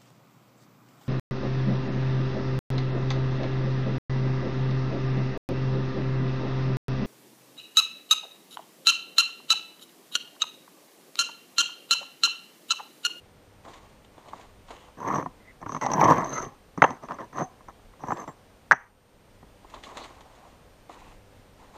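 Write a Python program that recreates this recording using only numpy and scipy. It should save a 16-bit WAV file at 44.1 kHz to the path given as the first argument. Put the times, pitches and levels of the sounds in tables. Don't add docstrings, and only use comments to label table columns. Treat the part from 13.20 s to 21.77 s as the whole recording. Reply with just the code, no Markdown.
import sys
import numpy as np
from scipy import signal
from scipy.fft import rfft, irfft, next_fast_len
from scipy.io import wavfile
from scipy.ndimage import uniform_filter1d, map_coordinates

SR = 44100
rng = np.random.default_rng(int(sys.argv[2]) if len(sys.argv) > 2 else 0)


def invert_db(x):
    u = np.asarray(x, float) / 20
    return 10 ** u


def materialize(psi):
    bounded = np.clip(np.atleast_2d(psi).T, -1, 1)
    quanta = np.round(bounded * 32767).astype(np.int16)
    wavfile.write(sys.argv[1], SR, quanta)


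N = 377937
TIME = np.arange(N) / SR

# [t/s, level/dB, clack f/Hz, ring level/dB rel, pallet thud level/dB rel]
CLACKS = [(3.6190, 4.5, 1350, -44.5, -17.5), (3.6214, -3, 1982, -42.5, -19.5), (3.6234, -11, 700, -42, -18),
          (3.6254, -2, 870, -44.5, -30), (3.6424, -11, 1740, -40.5, -25), (3.6424, -6.5, 680, -46.5, -22.5),
          (3.6447, -8.5, 740, -45.5, -29.5), (3.647, -3, 895, -46.5, -33), (5.511, 6.5, 1540, -49.5, -37.5),
          (5.5141, -7.5, 1195, -40.5, -36), (5.5183, 5.5, 1700, -32.5, -32.5),
          (5.5240, -14.5, 1920, -22.5, -33), (5.527, -13, 1660, -32.5, -23),
          (5.5297, -14.5, 1300, -34, -24)]
# [t/s, level/dB, clack f/Hz, ring level/dB rel, pallet thud level/dB rel]
KNOCKS = [(1.133, -25.5, 1064, -45, -16), (3.576, -27, 1100, -16.5, 7.5), (3.705, -23, 930, -18, -4.5),
          (3.835, -31, 640, -20, -3), (3.886, -30, 1190, -33, -22), (3.908, -23.5, 1240, -32, -13),
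          (3.986, -27.5, 1270, -34, -21), (4.129, -37, 1300, -20, -14), (4.172, -30, 674, -15, -18),
          (4.314, -52, 1155, -19, -3), (4.407, -45.5, 1030, -24, -9), (4.484, -31, 1090, -18.5, -11),
          (4.594, -53.5, 1090, -25, -17), (4.735, -51, 1090, -25, -20), (4.804, -42, 847, -18, -12.5),
          (4.8367, -22, 802, -39, -7.5), (4.884, -22.5, 915, -24, -3), (4.9071, -18.5, 840, -29, -27),
          (4.9228, -14.5, 870, -52, -13), (4.966, -31, 735, -27, -23), (5.04, -34.5, 984, -16, -21),
          (5.0774, -24.5, 946, -25, -23.5), (6.228, -44, 785, -29.5, 3)]
# [t/s, level/dB, clack f/Hz, ring level/dB rel]
JUDDERS = [(1.828, -30.5, 1060, -24), (1.862, -27, 990, -34), (1.877, -20.5, 1020, -20),
           (1.9, -23, 950, -34), (1.923, -20, 1130, -40), (1.941, -18, 1110, -41), (1.957, -19, 1100, -21),
           (1.983, -23.5, 1050, -23), (2.06, -24, 1020, -41), (2.415, -39.5, 730, -11.5),
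           (2.427, -30.5, 950, -32), (2.4612, -24, 1140, -28), (2.493, -27.5, 1080, -18),
           (2.52, -28, 1160, -9), (2.547, -20.5, 1120, -20.5), (2.565, -22, 1100, -22),
           (2.622, -17.5, 960, -16.5), (2.6633, -10.5, 820, -17.5), (2.716, -16.5, 890, -8),
           (2.735, -13.5, 844, -5.5), (2.794, -14, 930, -24.5), (2.8135, -4, 860, -31),
           (2.841, -19.5, 1100, -3.5), (2.856, -14, 970, -40), (2.9, -19, 1000, -16.5),
           (2.9195, -6, 1094, -32.5), (3.021, -18.5, 930, -44)]
# [t/s, level/dB, f/Hz, pallet thud level/dB rel]
BITES = [(1.803, -28, 1100, -17), (1.936, -14.5, 600, -4.5), (1.977, -20.5, 500, 0.5),
         (2.001, -25, 1110, -13), (2.026, -20.5, 1000, -7.5), (2.612, -20, 1300, -14.5),
         (2.640, -19.5, 981, -11), (2.700, -26, 900, -5.5), (2.745, -19, 999, -16), (2.902, -8, 896, -12),
         (2.959, -19, 796, -10), (2.973, -14.5, 895, -12.5), (3.263, -27.5, 499, -2.5),
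         (3.6395, 2, 1150, -26.5), (3.918, -19, 1200, -16.5), (4.157, -34.5, 500, -5),
         (4.183, -17.5, 1220, -21.5), (4.190, -22.5, 900, -14), (4.201, -21, 800, -8),
         (4.208, -16, 800, -9.5), (4.214, -20.5, 750, -4), (4.2194, -13, 704, -10.5),
         (4.229, -27, 495, -10), (4.9054, -12.5, 1070, -22), (4.9196, -8, 1130, -19)]
# [t/s, level/dB, f/Hz]
RIDGES = [(1.91, -19.5, 1170), (1.964, -20, 856), (2.01, -22, 1070), (2.632, -17, 947), (2.648, -15, 816),
          (2.688, -22.5, 872), (2.77, -19, 746), (2.78, -12, 907), (2.825, -12.5, 977), (2.835, -11.5, 915),
          (2.846, -9.5, 961), (2.87, -11.5, 961), (2.884, -8.5, 1040), (2.91, -8, 1030), (2.93, -19, 1110),
          (2.944, -19.5, 921), (2.984, -25, 910), (2.999, -17, 894), (3.031, -24, 1050), (3.043, -24, 646),
          (3.055, -24.5, 654), (3.164, -26, 600), (3.179, -25, 1060)]
# [t/s, snap level/dB, gain-control dip level/dB]
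CRACKS = [
    (3.6200, -25, 0),
    (5.5123, -31, 7.5),
]
# [t/s, level/dB]
CHIPS = [(1.8023, -54), (1.9365, -43), (1.9566, -42.5), (2.4628, -49), (2.4916, -49), (2.5206, -43.5),
         (2.548, -40), (2.6118, -37), (2.637, -40.5), (2.6557, -38.5), (2.663, -34.5), (2.684, -54.5),
         (2.7011, -38), (2.7161, -36), (2.733, -35.5), (2.804, -33), (2.8103, -30.5), (2.840, -31),
         (2.846, -35), (2.8807, -34), (2.902, -36.5), (2.9715, -37), (3.0434, -41), (3.1287, -41),
         (3.1636, -45), (3.2499, -43), (3.62, -28.5), (3.6398, -29), (3.7045, -41), (3.8854, -46.5),
         (3.909, -46), (3.9195, -43.5), (3.9864, -52), (4.18, -43), (4.203, -49), (4.9191, -55),
         (4.971, -41), (5.077, -48), (5.5183, -26.5), (5.524, -38.5)]
# [f/Hz, level/dB, t60/s]
EDGE_MODES = [(2700, 0, 0.029), (3085, -1, 0.021), (2340, -2, 0.023)]
# [t/s, level/dB]
EDGE_BLOWS = [
    (3.6198, -22),
    (3.6393, -19.5),
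    (3.6443, -28.5),
]
CLACK_T60, JUDDER_T60, KNOCK_T60, BITE_T60, RIDGE_T60 = 0.0095, 0.017, 0.013, 0.006, 0.013
SOFT_LINGERS = 0.00036
THUD_DB, THUD_SHRINKS, THUD_MOST_DB = -30.5, 1.11, -3.5
BITE_RING_DB, RIDGE_DB, RIDGE_RING_DB, RIDGE_THUD_DB = -46, -3.5, -35, -9.5
SHARP_RISE_S, SOFT_RISE_S = 0.00077, 0.002
SCATTERS_OVER_DB = -21

# [t/s touch, rise/s, fall/s, crest level/dB, block ring level/dB rel]
DRAGS = [(1.773, 0.11, 0.075, -31, -24), (1.871, 0.12, 0.065, -29.5, -19), (2.402, 0.027, 0.029, -45, -22),
         (2.456, 0.11, 0.035, -37, -10), (2.61, 0.0078, 0.13, -34, -5.5), (2.685, 0.14, 0.16, -20, -30.5),
         (2.85, 0.063, 0.073, -19, -20), (2.942, 0.048, 0.18, -27.5, -20), (3.04, .14, 0.11, -34.5, -6),
         (3.16, 0.067, 0.15, -39, -23), (3.575, 0.0032, 0.054, -37, -24), (3.65, 0.0096, 0.12, -30, -20),
         (3.814, .02, 0.071, -40, -17), (3.883, 0.017, 0.1, -35, -24.5), (3.988, 0.015, 0.071, -33, -23),
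         (4.128, 0.074, 0.061, -28.5, -17.5), (4.476, 0.022, 0.026, -43, -28),
         (4.792, 0.12, 0.079, -37, -20), (4.93, 0.0594, 0.089, -35.5, -19),
         (5.074, .006, 0.052, -35.5, -27)]
# [t/s touch, rise/s, fall/s, level/dB]
SLIM = [
    (4.85, 0.073, 0.2, -61),
    (5.074, .006, 0.066, -59),
]
# [t/s touch, rise/s, fall/s, level/dB, hollow f/Hz]
HOLLOWS = [(1.8, 0.13, 0.079, -36.5, 990), (2.2, 0.11, .02, -52, 2010), (2.609, 0.0071, 0.12, -39, 1950),
           (2.611, .006, 0.092, -33, 923), (2.78, 0.1, 0.1, -26.5, 1020), (2.76, 0.1, 0.21, -47, 3110),
           (3.02, 0.14, .08, -59, 4030), (3.05, .13, 0.12, -36, 1280), (2.92, 0.036, .14, -43, 2050),
           (3.12, .05, .06, -44, 2020), (3.25, .05, .08, -50.5, 800), (3.65, .02, .12, -47, 2000),
           (3.62, 0.0077, 0.082, -47, 3100), (4.14, 0.067, 0.085, -32.5, 744)]
# [t/s, upper mode level/dB, lower mode level/dB rel]
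PINGS = [(1.884, -41, -8), (1.937, -45, -4), (1.958, -39.5, -3), (1.977, -40, -7), (2.024, -47, -10),
         (2.613, -33, -10), (2.81, -32, 4.5), (2.847, -29.5, 2.5), (3.044, -30.5, -12), (3.093, -34, -15),
         (3.13, -29.5, -13), (3.137, -32.5, -18), (3.151, -32, -16), (3.176, -29.5, -17),
         (3.183, -31, -9.5), (3.17, -45, -1), (3.195, -42, 1), (3.22, -44.5, 4.5), (3.6205, -33, -17.5),
         (3.6245, -33, -18), (3.640, -29, -15.5), (4.884, -50, -10), (4.895, -45, -13), (3.251, -42, -8),
         (3.94, -49, -9), (4.16, -49, -15), (4.187, -42, -13), (4.203, -47, -13), (4.211, -43, -13),
         (4.228, -52, -14)]
# [t/s from, t/s to]
MUTED = [
    (3.07, 3.3),
    (3.6, 3.8),
    (4.1, 4.3),
]
TOUCH_DB, LIFT_DB = 16, 27
RISE_BEND, FALL_BEND = 1.1, 1.38
RUMBLE_DB, RUMBLE_SWING, RING_SWING = -4.5, 0.75, 0.8
THIRD_RING_DB, MUTE_DB = -21, -10.5
HOLLOW_Q = 11
OVERTONE_DB, WEDGED_DB = -43.5, 7.5
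WEDGED_UNTIL_S, LAST_BLOCK_S = 3.4, 4.7
PING_T60, PING_RISE_S = 0.04, 0.00083
STACK_SHIFT, SHIFTS_PER_S = 0.07, 20

# [f/Hz, width/Hz, level/dB]
STACK = [(640, 310, -5), (784, 260, -1.5), (1020, 129, 2.5), (1190, 176, -2), (1490, 180, -15),
         (1830, 300, -10.5), (2124, 150, -15.5), (3070, 390, -26.5)]
# [f/Hz, width/Hz, level/dB]
PALLET = [(148, 42, 0), (267.3, 110, 1.5), (411, 360, -4.5)]
# [f/Hz, width/Hz, level/dB]
RING = [(5680, 180, -10), (5794, 45, -2.5), (6264, 92, -3), (7680, 60, -28.5)]
# [f/Hz, width/Hz, level/dB]
OVERTONE = [(12200, 130, -1), (12430, 150, 0), (12900, 800, -7)]
# [f/Hz, level/dB]
CASE = [(40, -29), (95, 1.5), (130, 2.5), (2200, -3), (3500, -6.5), (6000, -5), (10000, -23),
        (15000, -37.5)]
# [f/Hz, level/dB per Hz]
DUST = [(1500, -27.5), (2500, -1), (4500, -10), (7000, -13.5), (9000, -20), (10500, -37), (13500, -33.5),
        (15000, -54)]

# [t/s touch, rise/s, fall/s, sole level/dB]
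SCUFFS = [(.43, 0.038, 0.36, -45.5), (.92, 0.27, 0.14, -45.5), (1.46, 0.044, 0.36, -47),
          (6.47, 0.072, 0.19, -45.5), (6.625, 0.035, 0.26, -43), (6.75, 0.028, 0.29, -42),
          (6.85, 0.32, 0.41, -52), (7.685, 0.029, 0.22, -45), (7.8, 0.11, 0.1, -53),
          (8.36, 0.057, 0.54, -54), (8.535, .035, .05, -48)]
# [t/s, level/dB, sole knock level/dB rel]
TICKS = [(0.448, -49, 12), (0.479, -46, 17.5), (0.534, -40, -17), (0.845, -46, 1), (0.979, -51, 19.5),
         (1.084, -44, 9), (1.208, -49, -9), (1.482, -44, 10), (1.5045, -38, 13.5), (6.445, -59, 29),
         (6.4974, -43, -20), (6.539, -37.5, 9), (6.578, -47, -13), (6.6347, -32.5, -4), (6.674, -51, 2),
         (6.769, -29, -18), (6.838, -35, -12), (6.79, -51, -15), (6.644, -50, -12), (7.006, -39.5, 7),
         (7.694, -49, 22.5), (8.3894, -57, 10.5)]
# [t/s touch, rise/s, fall/s, level/dB, f/Hz]
RASPS = [(1.53, 0.032, 0.28, -65, 3030), (6.535, .01, .04, -58, 3520), (6.63, .015, 0.025, -55, 3780),
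         (6.762, 0.013, 0.068, -60, 4000), (6.8, 0.027, 0.035, -50.5, 4040), (7.07, 0.045, 0.079, -65, 856),
         (7.19, .05, 0.16, -57.5, 740), (7.74, 0.11, .2, -67, 2620), (8.385, .03, .15, -61, 880)]
# [f/Hz, level/dB per Hz]
SOLE = [(150, -29), (250, -1), (486, -2.5), (1060, 3.5), (1390, -9), (2500, -37), (3250, -72), (5500, -120)]
# [f/Hz, level/dB per Hz]
GRIT = [(1180, -9), (2000, 3.5), (2440, -2.5), (4010, -4), (5230, -12.5), (6760, -6.5), (10500, -24.5),
        (14500, -31)]
GRIT_DB, GRIT_SWING, RASP_Q = -9, 0.82, 4.3

# [f/Hz, t60/s]
WALL = [(200, 0.14), (900, 0.48), (1700, 0.26), (3000, 0.053), (6000, .3), (12000, 0.24)]
# [f/Hz, level/dB per Hz]
MURMUR = [(35, -38), (60, -5.5), (95, -2.5), (123, -3.5), (289, -6), (364, -10), (491, -5.5), (1560, -17),
          (2910, -20.5), (7860, -29.5), (9020, -34), (12500, -35), (15000, -37.5)]
# [t/s, half length/s, level/dB over calm]
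GUSTS = [(1.57, 0.11, 4.5), (2.948, 0.26, 10), (3.65, 0.087, 3.5), (5.3, .3, -2.5), (6.75, 0.31, 6),
         (7.905, 0.073, 11.5)]
# [t/s, level/dB]
FACING = [(0, 4.5), (3.5, -2.5), (6.4, 4), (7.1, -9), (7.7, 2), (8.05, 7.5), (8.57, 2.5)]
# [multiple of MOTOR_HZ, level/dB rms]
MOTOR = [(1, -66), (2, -71), (3, -78.5), (4, -73), (5, -71)]
# [f/Hz, level/dB rms]
WHINE = [(2927, -90), (5854, -90), (8781, -79), (11688, -90), (11718, -85), (14625, -83)]
MOTOR_HZ = 99
CALM_DB, LUMPS_DB = -62, 2.6
MURMUR_DB, MURMUR_STIRS = -57, 0.15


def list_blows():
    blows = [(*row, CLACK_T60 - SOFT_LINGERS * row[1]) for row in CLACKS]
    blows += [(*row, KNOCK_T60) for row in KNOCKS]
    for row in JUDDERS:
        blows.append((*row, min(THUD_DB - THUD_SHRINKS * row[1], THUD_MOST_DB), JUDDER_T60))
    blows += [(s, db, hz, BITE_RING_DB, thud_db, BITE_T60) for s, db, hz, thud_db in BITES]
    blows += [(s, db + RIDGE_DB, hz, RIDGE_RING_DB, RIDGE_THUD_DB, RIDGE_T60) for s, db, hz in RIDGES]
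    return blows


def clack(t, db, hz, t60, rise, d):
    sound = 2.38 * invert_db(40 * (rise - SHARP_RISE_S) / t60) * ringing(t, hz, t60, rise)
    sound += invert_db(0.12 * db - 14) * ringing(t, 1.4 * hz, 0.67 * t60, 0.75 * rise)
    for k, (c, _, g) in enumerate(STACK):
        level = invert_db(g - 13.5 - 0.32 * db + 1.9 * d[k])
        sound += level * ringing(t, c * (1 + 0.073 * d[k + 8]), 2.71 * t60, 0.0013)
    upper_face = ringing(t, 2050 * (1 + 0.06 * d[15]), 0.6 * t60, 0.0006)
    return sound + invert_db(-0.2 * db - 13.5) * upper_face


def knocks():
    low, high, linger, chips = np.zeros((4, N + SR))
    long = np.arange(SR // 3) / SR
    t = long[:SR // 14]
    blows = list_blows()
    draws = rng.standard_normal((len(blows), 16))
    fade = invert_db(-60 * long / 0.2) * (1 - np.exp(-long / 0.0045))
    fade += 0.05 * np.exp(-((long - 0.11) / 0.05) ** 2)
    for (s, db, hz, ring_db, thud_db, t60), d in zip(blows, draws):
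        rise = SOFT_RISE_S if t60 in (JUDDER_T60, RIDGE_T60) else SHARP_RISE_S
        t60 = np.clip(t60, 0.003, 0.05)
        thud = sum(invert_db(g + thud_db - 4.5) * ringing(t, c * (1 + 0.12 * d[k + 4]), 0.072, 0.0023)
                   for k, (c, _, g) in enumerate(PALLET))
        ring = sum(invert_db(g + ring_db + 1.2 * d[k + 12]) * ringing(t, c, 0.028, 0.00055)
                   for k, (c, _, g) in enumerate(RING))
        start = round((s + 0.0006 - 0.6 * (rise - SHARP_RISE_S)) * SR)
        low[start:][:len(t)] -= invert_db(db) * (clack(t, db, hz, t60, rise, d) + thud)
        if db > SCATTERS_OVER_DB:
            knots = long[::500]
            echoes_db = 3.5 * np.interp(long, knots, rng.standard_normal(len(knots)))
            noise = rng.standard_normal(len(long)) * invert_db(echoes_db)
            modes = [(0.4 * hz, 350, -11), (0.71 * hz, 400, -5), (1.12 * hz, 420, 0),
                     (1.42 * hz, 500, -2), (1.9 * hz, 900, -7)]
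            low[start:][:len(long)] += invert_db(db - 40.5) * fade * steep(noise, modes, 2.4)
        high[start:][:len(t)] += invert_db(db) * ring
        linger[start:][:len(long)] += invert_db(db + ring_db - 30) * fade
    for s, db, _ in CRACKS:
        snap = uniform_filter1d(rng.standard_normal(len(t)), size=3)
        high[round(s * SR):][:len(t)] += invert_db(db + 2.5 - 60 * t / 0.0017) * snap
    for s, db in EDGE_BLOWS:
        bend = sum(invert_db(db + g) * ringing(t, hz, t60, 0.0005) for hz, g, t60 in EDGE_MODES)
        high[round(s * SR):][:len(t)] += bend
    for s, db in CHIPS:
        chips[round(s * SR):][:len(t)] += invert_db(db - 60 * t / 0.022) * (1 - np.exp(-t / 0.00056))
    crushed_sand = hiss([(900, -31.0), (1800, 2), (3000, 0), (4300, -7.5), (5500, -8.0),
                         (8000, -21.5), (12000, -35), (15000, -60.5)])
    lingering = linger[:N] * steep(rng.standard_normal(N), RING[1:3], 0.8)
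    return muffled(low[:N]) + high[:N] + lingering + chips[:N] * crushed_sand


def drags():
    touch_s, *_, ring_db = np.transpose(DRAGS)
    grit = slips(700, spread_db=2.2, bed=0.6) * invert_db(1.2 * wobble(45))
    catch = slips(160, spread_db=2.5, bed=0.59) * invert_db(1.9 * wobble(40))
    stack = sliding(grit, STACK)
    pallet = unit(muffled(filtered(grit, body(PALLET))))
    mute_db = sum(MUTE_DB * (TIME > a) * (TIME < b) for a, b in MUTED)
    mute_db = uniform_filter1d(mute_db, size=400)
    ring = invert_db(-7.5 + mute_db + 4 * wobble(16)) * steep(catch, RING[:2], 0.53)
    ring += invert_db(-2.0 + 2.8 * wobble(22)) * steep(catch, RING[2:], 0.35)
    ring += invert_db(THIRD_RING_DB + mute_db + 2.5 * wobble(17)) * steep(catch, RING[3:], 0.6)
    sand = unit(filtered(grit + catch, lambda hz: invert_db(along(DUST, hz))))
    wedged = (touch_s < WEDGED_UNTIL_S) | (touch_s > LAST_BLOCK_S)
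    rub = strokes(DRAGS) * stack
    rub += strokes(DRAGS, RUMBLE_DB, RUMBLE_SWING) * pallet
    rub += strokes(DRAGS, ring_db, RING_SWING) * ring
    rub += strokes(DRAGS, OVERTONE_DB + WEDGED_DB * wedged, RING_SWING) * steep(catch, OVERTONE, 0.6)
    rub += strokes(DRAGS, 0.45 * ring_db - 14.5) * sand
    slim = strokes(SLIM) * steep(catch, [(7440, 91, 0)], 0.77)
    return pings() + hollows(grit, HOLLOWS, HOLLOW_Q) + invert_db(-2.5) * rub + slim


def pings():
    out, t = np.zeros(N), np.arange(SR // 12) / SR
    upper = ringing(t, RING[2][0], PING_T60, PING_RISE_S)
    lower = ringing(t, RING[1][0], PING_T60, PING_RISE_S)
    for s, db, lower_db in PINGS:
        out[round(s * SR):][:len(t)] += invert_db(db) * (upper + invert_db(lower_db) * lower)
    return out


def hollows(grit, rows, sharpness):
    out = np.zeros(N)
    for row in rows:
        start, hz = round(row[0] * SR), row[4]
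        span = slice(start, start + SR // 2)
        out[span] += strokes([row])[span] * steep(grit[span], [(hz, hz / sharpness, 0)], 0.8)
    return out


def sliding(grit, modes):
    place = np.clip(wobble(SHIFTS_PER_S), -1, 1)
    out = np.zeros(N)
    for k in (-1, 0, 1):
        share = np.sqrt(np.clip(1 - np.abs(place - k), 0, 1))
        shifted = [(c * (1 + STACK_SHIFT * k), w, db) for c, w, db in modes]
        out += share * muffled(filtered(grit, body(shifted)))
    return unit(out)


def slips(per_second, spread_db, bed):
    chance, size, sign = rng.random((3, N))
    kicks = (chance < per_second / SR) * invert_db(-spread_db * np.log(size + 0.032)) * np.sign(sign - 0.5)
    return unit(kicks) + bed * rng.standard_normal(N)


def strokes(rows, extra_db=0, swing=1):
    gain = np.zeros(N)
    for (touch, rise, fall, db, *_), more_db in zip(rows, np.broadcast_to(extra_db, len(rows))):
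        span = slice(round(touch * SR), round((touch + rise + fall) * SR))
        place = np.interp(TIME[span] - touch, [0, rise, rise + fall], [-1, 0, 1])
        rising_db = TOUCH_DB * np.abs(place) ** RISE_BEND
        falling_db = LIFT_DB * np.abs(place) ** FALL_BEND
        gain[span] += invert_db(db + more_db - swing * np.where(place < 0, rising_db, falling_db))
    return uniform_filter1d(gain, size=200)


def sandals():
    sole = hiss(SOLE)
    rub = strokes(SCUFFS) * invert_db(-4.5 + 2.8 * wobble(50)) * sole
    grains = slips(2500, spread_db=4.5, bed=0.67)
    crunch = unit(filtered(grains, lambda hz: invert_db(along(GRIT, hz))))
    rub += strokes(SCUFFS, GRIT_DB, GRIT_SWING) * invert_db(-3 + 1.7 * wobble(60)) * crunch
    pebble = steep(crunch, [(3330, 1200, 0)], 0.75)
    age = np.arange(SR // 8) / SR
    for s, db, knock_db in TICKS:
        burst = invert_db(db - 8.5 - 60 * age / 0.051) * (1 - np.exp(-age / 0.0015))
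        span = slice(round(s * SR), round(s * SR) + len(age))
        rub[span] += burst * (0.73 * crunch[span] + 0.5 * pebble[span] + invert_db(knock_db - 2.5) * sole[span])
    return rub + hollows(crunch + sole, RASPS, RASP_Q)


def wall(x):
    hz, t, z = signal.stft(rng.standard_normal(SR // 2), SR, nperseg=256)
    tail = signal.istft(z * invert_db(-60 * t / along(WALL, hz)[:, None]), SR, nperseg=256)[1]
    return signal.fftconvolve(np.pad(x, (300, 0)), tail / np.linalg.norm(tail))[:N]


def yard():
    gust_db = sum(db * np.exp(-((TIME - s) / half) ** 2) for s, half, db in GUSTS)
    motor_db = np.interp(TIME, *np.transpose(FACING))
    murmur = invert_db(MURMUR_DB + MURMUR_STIRS * gust_db + 0.34 * wobble(7)) * hiss(MURMUR)
    wind = hiss([(10, -10.0), (25, 0.5), (60, -1.5), (90, -14.5), (200, -50.0), (400, -120)])
    wind *= invert_db(CALM_DB + gust_db + LUMPS_DB * wobble(13.0))
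    turn = 2 * np.pi * np.cumsum(MOTOR_HZ + 0.59 * wobble(3.8)) / SR
    motor = sum(invert_db(db + motor_db + 1.2 * wobble(6.2)) * np.sin(k * turn) for k, db in MOTOR)
    whine = sum(invert_db(db + 4.5) * np.sin(2 * np.pi * hz * TIME) for hz, db in WHINE)
    return invert_db(gain_control()) * (murmur + wind + motor) + invert_db(0.4 * gain_control()) * whine


def gain_control():
    dips = np.zeros(N)
    for s, _, dip_db in CRACKS:
        dips -= dip_db * (TIME > s) * np.exp(-(np.clip(TIME - s, 0, 9) / 0.5) ** 2.7)
    return dips


def ringing(t, hz, t60, rise):
    return np.sin(2 * np.pi * hz * t) * invert_db(-60 * t / t60) * (1 - np.exp(-(t / rise) ** 2))


def muffled(x):
    return filtered(x, lambda hz: invert_db(along(CASE, hz)))


def body(modes):
    def response(f):
        return sum((-1) ** k * invert_db(db) * 1j * f * w / (c * c - f * f + 1j * f * w)
                   for k, (c, w, db) in enumerate(modes))
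    return response


def steep(x, modes, power):
    def response(f):
        h = body(modes)(f)
        return h * np.abs(h) ** power
    return unit(filtered(x, response))


def hiss(spectrum):
    return unit(filtered(rng.standard_normal(N), lambda hz: invert_db(along(spectrum, hz))))


def unit(x):
    return x / np.sqrt(np.mean(x ** 2) + 1e-20)


def along(points, hz):
    f, v = np.transpose(points)
    return np.interp(np.log(hz + 1), np.log(f + 1), v)


def wobble(rate):
    coarse = TIME[::32]
    knots = rng.standard_normal(int(N * rate / SR) + 4)
    return np.interp(TIME, coarse, map_coordinates(knots, [coarse * rate]))


def filtered(x, response):
    m = next_fast_len(len(x) + 4096)
    grid = np.arange(0, SR / 2 + 4, 4.)
    gain = np.interp(np.fft.rfftfreq(m, 1 / SR), grid, response(grid))
    return irfft(rfft(x, m) * gain, m)[:len(x)]


def scene():
    blows, rubbing = knocks(), drags()
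    echo = wall(invert_db(-26.5) * blows + invert_db(-21) * rubbing)
    return (blows + rubbing + echo + sandals() + yard())[None]


def top_cut(x):
    return signal.sosfilt(signal.butter(12, 16370, fs=SR, output="sos"), x)


def record(dry):
    limit = [(14900, 0), (15300, -22), (16300, -30), (16500, -80)]
    band = filtered(dry[0], lambda hz: invert_db(along(limit, hz)))
    mix = band / (1 + np.abs(band / 1.02) ** 8) ** (1 / 8)
    return top_cut(mix)


dry = scene()
out = record(dry)
materialize(out)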